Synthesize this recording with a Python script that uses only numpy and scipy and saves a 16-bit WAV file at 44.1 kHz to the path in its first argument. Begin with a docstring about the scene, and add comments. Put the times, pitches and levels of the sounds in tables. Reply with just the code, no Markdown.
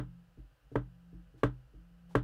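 """An acrylic stamp block is tapped on an ink pad that lies on a craft table, in a small quiet room.
Each tap is a clack (two snaps, noisy chatter, ringing case modes, room tail) over the tabletop's modal thump.
Slow pushes rock the same table modes into soft bumps; shaped noise makes the pad's rustle and hand swishes.
Steady noise gives hiss and rumble, under sines for a faint whine and a low hum that comes and goes."""
import sys
import numpy as np
from scipy import signal
from scipy.fft import irfft
from scipy.io import wavfile
from scipy.ndimage import uniform_filter1d

SR = 44100
rng = np.random.default_rng(int(sys.argv[2]) if len(sys.argv) > 2 else 0)


def unload_audio(sound):
    """Save the sound as a 16-bit wav file, at the path given as the first command line argument."""
    columns = np.transpose(np.atleast_2d(sound))
    # keep every value between -1 and 1, then stretch to whole-number steps
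    steps = np.round(np.clip(columns, -1, 1) * 32767)
    wavfile.write(sys.argv[1], SR, steps.astype(np.int16))


N = 98519  # length in samples


def amp(db):
    """Decibels to gain."""
    return 10 ** (np.asarray(db) / 20)


def read(points, hz):
    """Reads a table at the given frequencies, interpolating on a log-frequency axis."""
    f, value = np.transpose(points)
    return np.interp(np.log(hz + 1), np.log(f + 1), value)


def add(mix, s, sound):
    """Mixes a sound in at time s, which may lie before the start."""
    at = round(s * SR)
    sound = sound[max(-at, 0):]
    part = mix[max(at, 0):][:len(sound)]
    part += sound[:len(part)]


def noise(spectrum, size):
    """Random-phase noise of rms 1; only the shape of the spectrum counts."""
    hz = np.fft.rfftfreq(size, 1 / SR)
    phase = 2 * np.pi * rng.random(len(hz))
    x = irfft(amp(read(spectrum, hz)) * np.exp(1j * phase), size)
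    return x / x.std()


def ring(modes, t, sway_db=0):
    """Struck modes: sines that swing up and die away; the lowest can be given extra weight."""
    sway_below_hz = 70
    rise_cycles = 0.8  # time constant of the swing-up, in periods of the mode
    total = 0
    for hz, db, t60 in modes:
        level_db = db + sway_db * (hz < sway_below_hz)
        decay = amp(level_db - 60 * t / t60)
        rise = 1 - np.exp(-t * hz / rise_cycles)
        total = total + decay * rise * np.sin(2 * np.pi * hz * t)
    return total


def tabletop(t, sway_db=0):
    """The table is pushed down, hence the minus sign, and rings in its modes."""
    # tabletop modes: pitch_hz [Hz], level_db [dB, relative], t60_s [s]
    table_modes = [(49.3, -30.5, 0.39), (90.5, -30.5, .1), (125.9, -29.5, 0.44), (121.9, -25, 0.17),
                   (189.1, -38, 0.2), (239.7, -48, 0.27), (293.2, -22, .15), (312.8, -35, 0.15),
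                   (394.8, -14.5, 0.039), (433.1, -24, 0.096), (449.8, -21, 0.08), (542, -39, 0.12),
                   (548.6, -29, 0.074), (603.3, -28, 0.094), (649, -31.5, 0.078)]
    return -ring(table_modes, t, sway_db)


def room(t):
    """Diffuse tail of a clack: noise whose bands decay at their own rates, the high treble fast."""
    # colour of the tail: freq_hz [Hz], density_db [dB per Hz, relative]
    tail_spectrum = [(100, 8.5), (300, 9.5), (600, -18.5), (800, -1.5), (1500, 2.5), (2200, -10),
                     (3400, -13.5), (4800, -24), (8500, -22.5), (11500, -29), (16000, -40)]
    # decay of the tail: freq_hz [Hz], t60_s [s]
    tail_t60 = [(100, 0.18), (500, 0.23), (1500, 0.14), (4000, .15), (9000, 0.097), (16000, .11)]
    level_db, rise_s = -33, 0.005
    hz, when, z = signal.stft(noise(tail_spectrum, len(t)), SR, nperseg=256)
    decay = amp(-60 * when / read(tail_t60, hz)[:, None])
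    tail = signal.istft(z * decay, SR)[1][:len(t)]
    return amp(level_db) * tail * (1 - np.exp(-t / rise_s))


def click(spectrum, size):
    """One causal (minimum-phase) click of peak 1 with the given spectrum."""
    log_gain = np.log(amp(read(spectrum, abs(np.fft.fftfreq(size, 1 / SR)))))
    x = np.fft.ifft(np.exp(np.conj(signal.hilbert(log_gain)))).real
    return x / abs(x).max()


def soften(x, hz):
    """First-order roll-off of a cushioned contact."""
    r = np.exp(-2 * np.pi * hz / SR)
    return signal.lfilter([1 - r], [1, -r], x)


def taps():
    """The block lands: two snaps, brief chatter and case ring over the table's thump."""
    # landings, the first just before the start: start_s [s], thump_db [dB], clack_db [dB],
    # edge_hz [Hz, clack's roll-off], rim_db [dB, extra on the rim's ring]
    landings = [(-0.030, -2.5, -0.5, 3220, -4), (0.7564, -3.5, -1.5, 1610, -13.5),
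                (1.4340, 0, 2, 5000, -2.5), (2.1526, 0, 2.5, 4830, 0)]
    # modes of block and pad case: pitch_hz [Hz], level_db [dB, relative], t60_s [s]
    case_modes = [(494, -15, 0.027), (802, -25, 0.021), (935.5, -20, 0.021), (1073, -30, 0.028),
                  (1142, -17, 0.021), (1230, -36, 0.047), (1346.5, -28.5, 0.039), (1574, -35.5, 0.068),
                  (1624, -34, .05), (1993, -33, 0.019), (2204, -33, .016), (2410, -41, 0.026),
                  (3133, -45, 0.038), (3277, -47.5, .035)]
    # modes in this range ring fully only when the block catches the rim squarely: low_hz, high_hz [Hz]
    rim_range = (1000, 1260)
    # the block meets the rim, then rocks onto its other edge: delay_s [s after contact], peak_db [dB]
    snap_hits = [(0.0, -31), (.0041, -24.5)]
    # colour of a snap: freq_hz [Hz], density_db [dB per Hz, relative]
    snap_spectrum = [(300, -7), (1200, -12.5), (2000, -5), (3500, -5), (4700, -12), (7000, -15), (9500, -8),
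                     (12000, -25), (16000, -2)]
    # colour of the chatter: freq_hz [Hz], density_db [dB per Hz, relative]
    chatter_spectrum = [(300, -37), (700, -9), (1200, 8), (2000, 0), (3300, -12), (4200, -15.5),
                        (4700, -23), (7000, -23), (9300, -20), (11500, -38), (16000, -79)]
    chatter_db, chatter_hold_s, chatter_t60_s = -32, 0.0044, 0.0071
    foam_lead_s = 0.00086  # the foam starts to push the table before the hard contact

    out, t = np.zeros(N), np.arange(SR) / SR
    rim_modes = [mode for mode in case_modes if rim_range[0] < mode[0] < rim_range[1]]
    shell_modes = [mode for mode in case_modes if mode not in rim_modes]
    rim = ring(rim_modes, t)
    thump = tabletop(t)
    knock = ring(shell_modes, t) + room(t)
    snap = click(snap_spectrum, SR)
    for delay_s, peak_db in snap_hits:
        add(knock, delay_s, amp(peak_db) * snap)

    for start_s, thump_db, clack_db, edge_hz, rim_db in landings:
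        fall_db = -60 * np.maximum(t - chatter_hold_s, 0) / chatter_t60_s
        chatter = noise(chatter_spectrum, SR) * amp(chatter_db + fall_db)
        clack = soften(knock + chatter + amp(rim_db) * rim, edge_hz)
        add(out, start_s - foam_lead_s, amp(thump_db) * thump)
        add(out, start_s, amp(clack_db) * clack)
    return out


def background():
    """Steady noise for hiss and rumble, with sines for a faint whine and a hum that swells and fades."""
    # colour of the hiss: freq_hz [Hz], density_db [dB per Hz, relative]
    hiss_spectrum = [(200, -9), (400, 0.5), (550, 4.5), (950, -4), (1100, -3), (1550, 2), (2200, -9.5),
                     (2900, -2.5), (3400, -12), (5000, -14.5), (7000, -24.5), (15500, -72.5)]
    # colour of the rumble: freq_hz [Hz], density_db [dB per Hz, relative]
    rumble_spectrum = [(20, -9.5), (50, 12.5), (90, -8.5), (130, 3), (200, -18), (300, -11.5), (400, -33.5),
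                       (900, -39)]
    # steady electrical whine: pitch_hz [Hz], level_db [dB rms]
    whine_tones = [(500, -86), (798, -89.5), (1000, -93), (1200, -96), (1298, -90)]
    # swells of the low hum: time_s [s], level_db [dB rms]
    hum_levels = [(0, -54), (.19, -55.5), (.3, -68), (.42, -71), (.5, -105), (.72, -104), (.85, -60.5),
                  (.97, -61), (1.19, -53.5), (1.3, -69), (1.45, -92.5), (1.7, -85), (1.8, -61.5),
                  (2.0, -60.5), (2.23, -49)]
    hum_hz, hiss_db, rumble_db = 172.8, -76, -64
    t = np.arange(N) / SR
    whine = sum(amp(db) * np.sin(2 * np.pi * (hz * t + rng.random())) for hz, db in whine_tones)
    hum = amp(np.interp(t, *np.transpose(hum_levels))) * np.sin(2 * np.pi * hum_hz * t)
    hiss = amp(hiss_db) * noise(hiss_spectrum, N)
    rumble = amp(rumble_db) * noise(rumble_spectrum, N)
    return hiss + rumble + np.sqrt(2) * (whine + hum)  # sqrt(2) turns rms levels into sine peaks


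def bumps():
    """Slow pushes rock the table without a clack, with a dull rustle from the pad."""
    # the block lifts or the hand touches down: start_s [s], level_db [dB],
    # push_s [s, 2 pi times the push's time constant], sway_db [dB, extra on the lowest table mode]
    pushes = [(0.374, -19, 0.0076, 11), (0.7163, -19, 0.0032, 0), (1.128, -20.5, 0.0067, 10.5),
              (1.341, -26, 0.0047, -12), (1.736, -21.5, 0.0081, 13)]
    # colour of the tacky pad letting go: freq_hz [Hz], density_db [dB per Hz, relative]
    peel_spectrum = [(60, -27), (200, -6), (320, 20.5), (420, -19.5), (600, -5.5), (800, -17),
                     (2000, -26.5), (8000, -42)]
    peel_db, peel_s = -38.5, 0.018  # level relative to the bump; time at which the rustle peaks
    out, t = np.zeros(N), np.arange(SR) / SR
    for start_s, level_db, push_s, sway_db in pushes:
        push = t * np.exp(-2 * np.pi * t / push_s)
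        rock = signal.fftconvolve(tabletop(t, sway_db), push / push.sum())[:SR]
        swell = t / peel_s * np.exp(1 - t / peel_s)
        peel = amp(peel_db) * noise(peel_spectrum, SR) * swell
        add(out, start_s, amp(level_db) * (rock + peel))
    return out


def brushes():
    """Half-sine swells of noise as the hand comes down before a tap, and one small ringing graze."""
    # swishes of the hand: start_s [s], length_s [s], level_db [dB rms before the swell]
    swishes = [(0.707, 0.046, -74), (1.367, .06, -70), (2.085, .07, -66)]
    # colour of a swish: freq_hz [Hz], density_db [dB per Hz, relative]
    swish_spectrum = [(200, 3), (900, -1.5), (2000, -12), (4000, -12), (9000, -19), (15000, -26)]
    # the block grazes the pad's rim before the last tap: start_s [s], pitch_hz [Hz], level_db [dB], t60_s [s]
    rim_graze = (2.1085, 840, -53, .03)
    out = np.zeros(N)
    for start_s, length_s, level_db in swishes:
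        size = round(length_s * SR)
        swell = np.sin(np.pi * np.arange(size) / size)
        add(out, start_s, amp(level_db) * noise(swish_spectrum, size) * swell)
    start_s, pitch_hz, level_db, t60_s = rim_graze
    add(out, start_s, ring([(pitch_hz, level_db, t60_s)], np.arange(SR) / SR))
    return out


def scene():
    """Everything summed as heard by one microphone."""
    return (taps() + background() + bumps() + brushes())[None]


def suppress(x):
    """Noise suppressor: turns the bass down smoothly as its short-term power sinks under a threshold."""
    below_hz, threshold_db, depth_db, smooth_s = 390, -65.5, -9, 0.043
    bass = signal.sosfiltfilt(signal.butter(2, below_hz, fs=SR, output="sos"), x)
    power = abs(uniform_filter1d(bass ** 2, round(smooth_s * SR)))
    shut = 1 / (1 + (power / amp(threshold_db) ** 2) ** 2)  # 0 open, 1 fully turned down
    return x + bass * (amp(depth_db * shut) - 1)


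def record(dry):
    """The microphone's low cut, the noise suppressor and the recorder's band limit."""
    low_cut_hz, top_edge_hz = 27, 15750
    low_cut = signal.butter(2, low_cut_hz, "high", fs=SR, output="sos")
    cleaned = suppress(signal.sosfilt(low_cut, dry))
    band_limit = signal.firwin(255, top_edge_hz, window=("kaiser", 9), fs=SR)
    return signal.oaconvolve(cleaned, band_limit[None], "same")


dry = scene()
out = record(dry)
unload_audio(out)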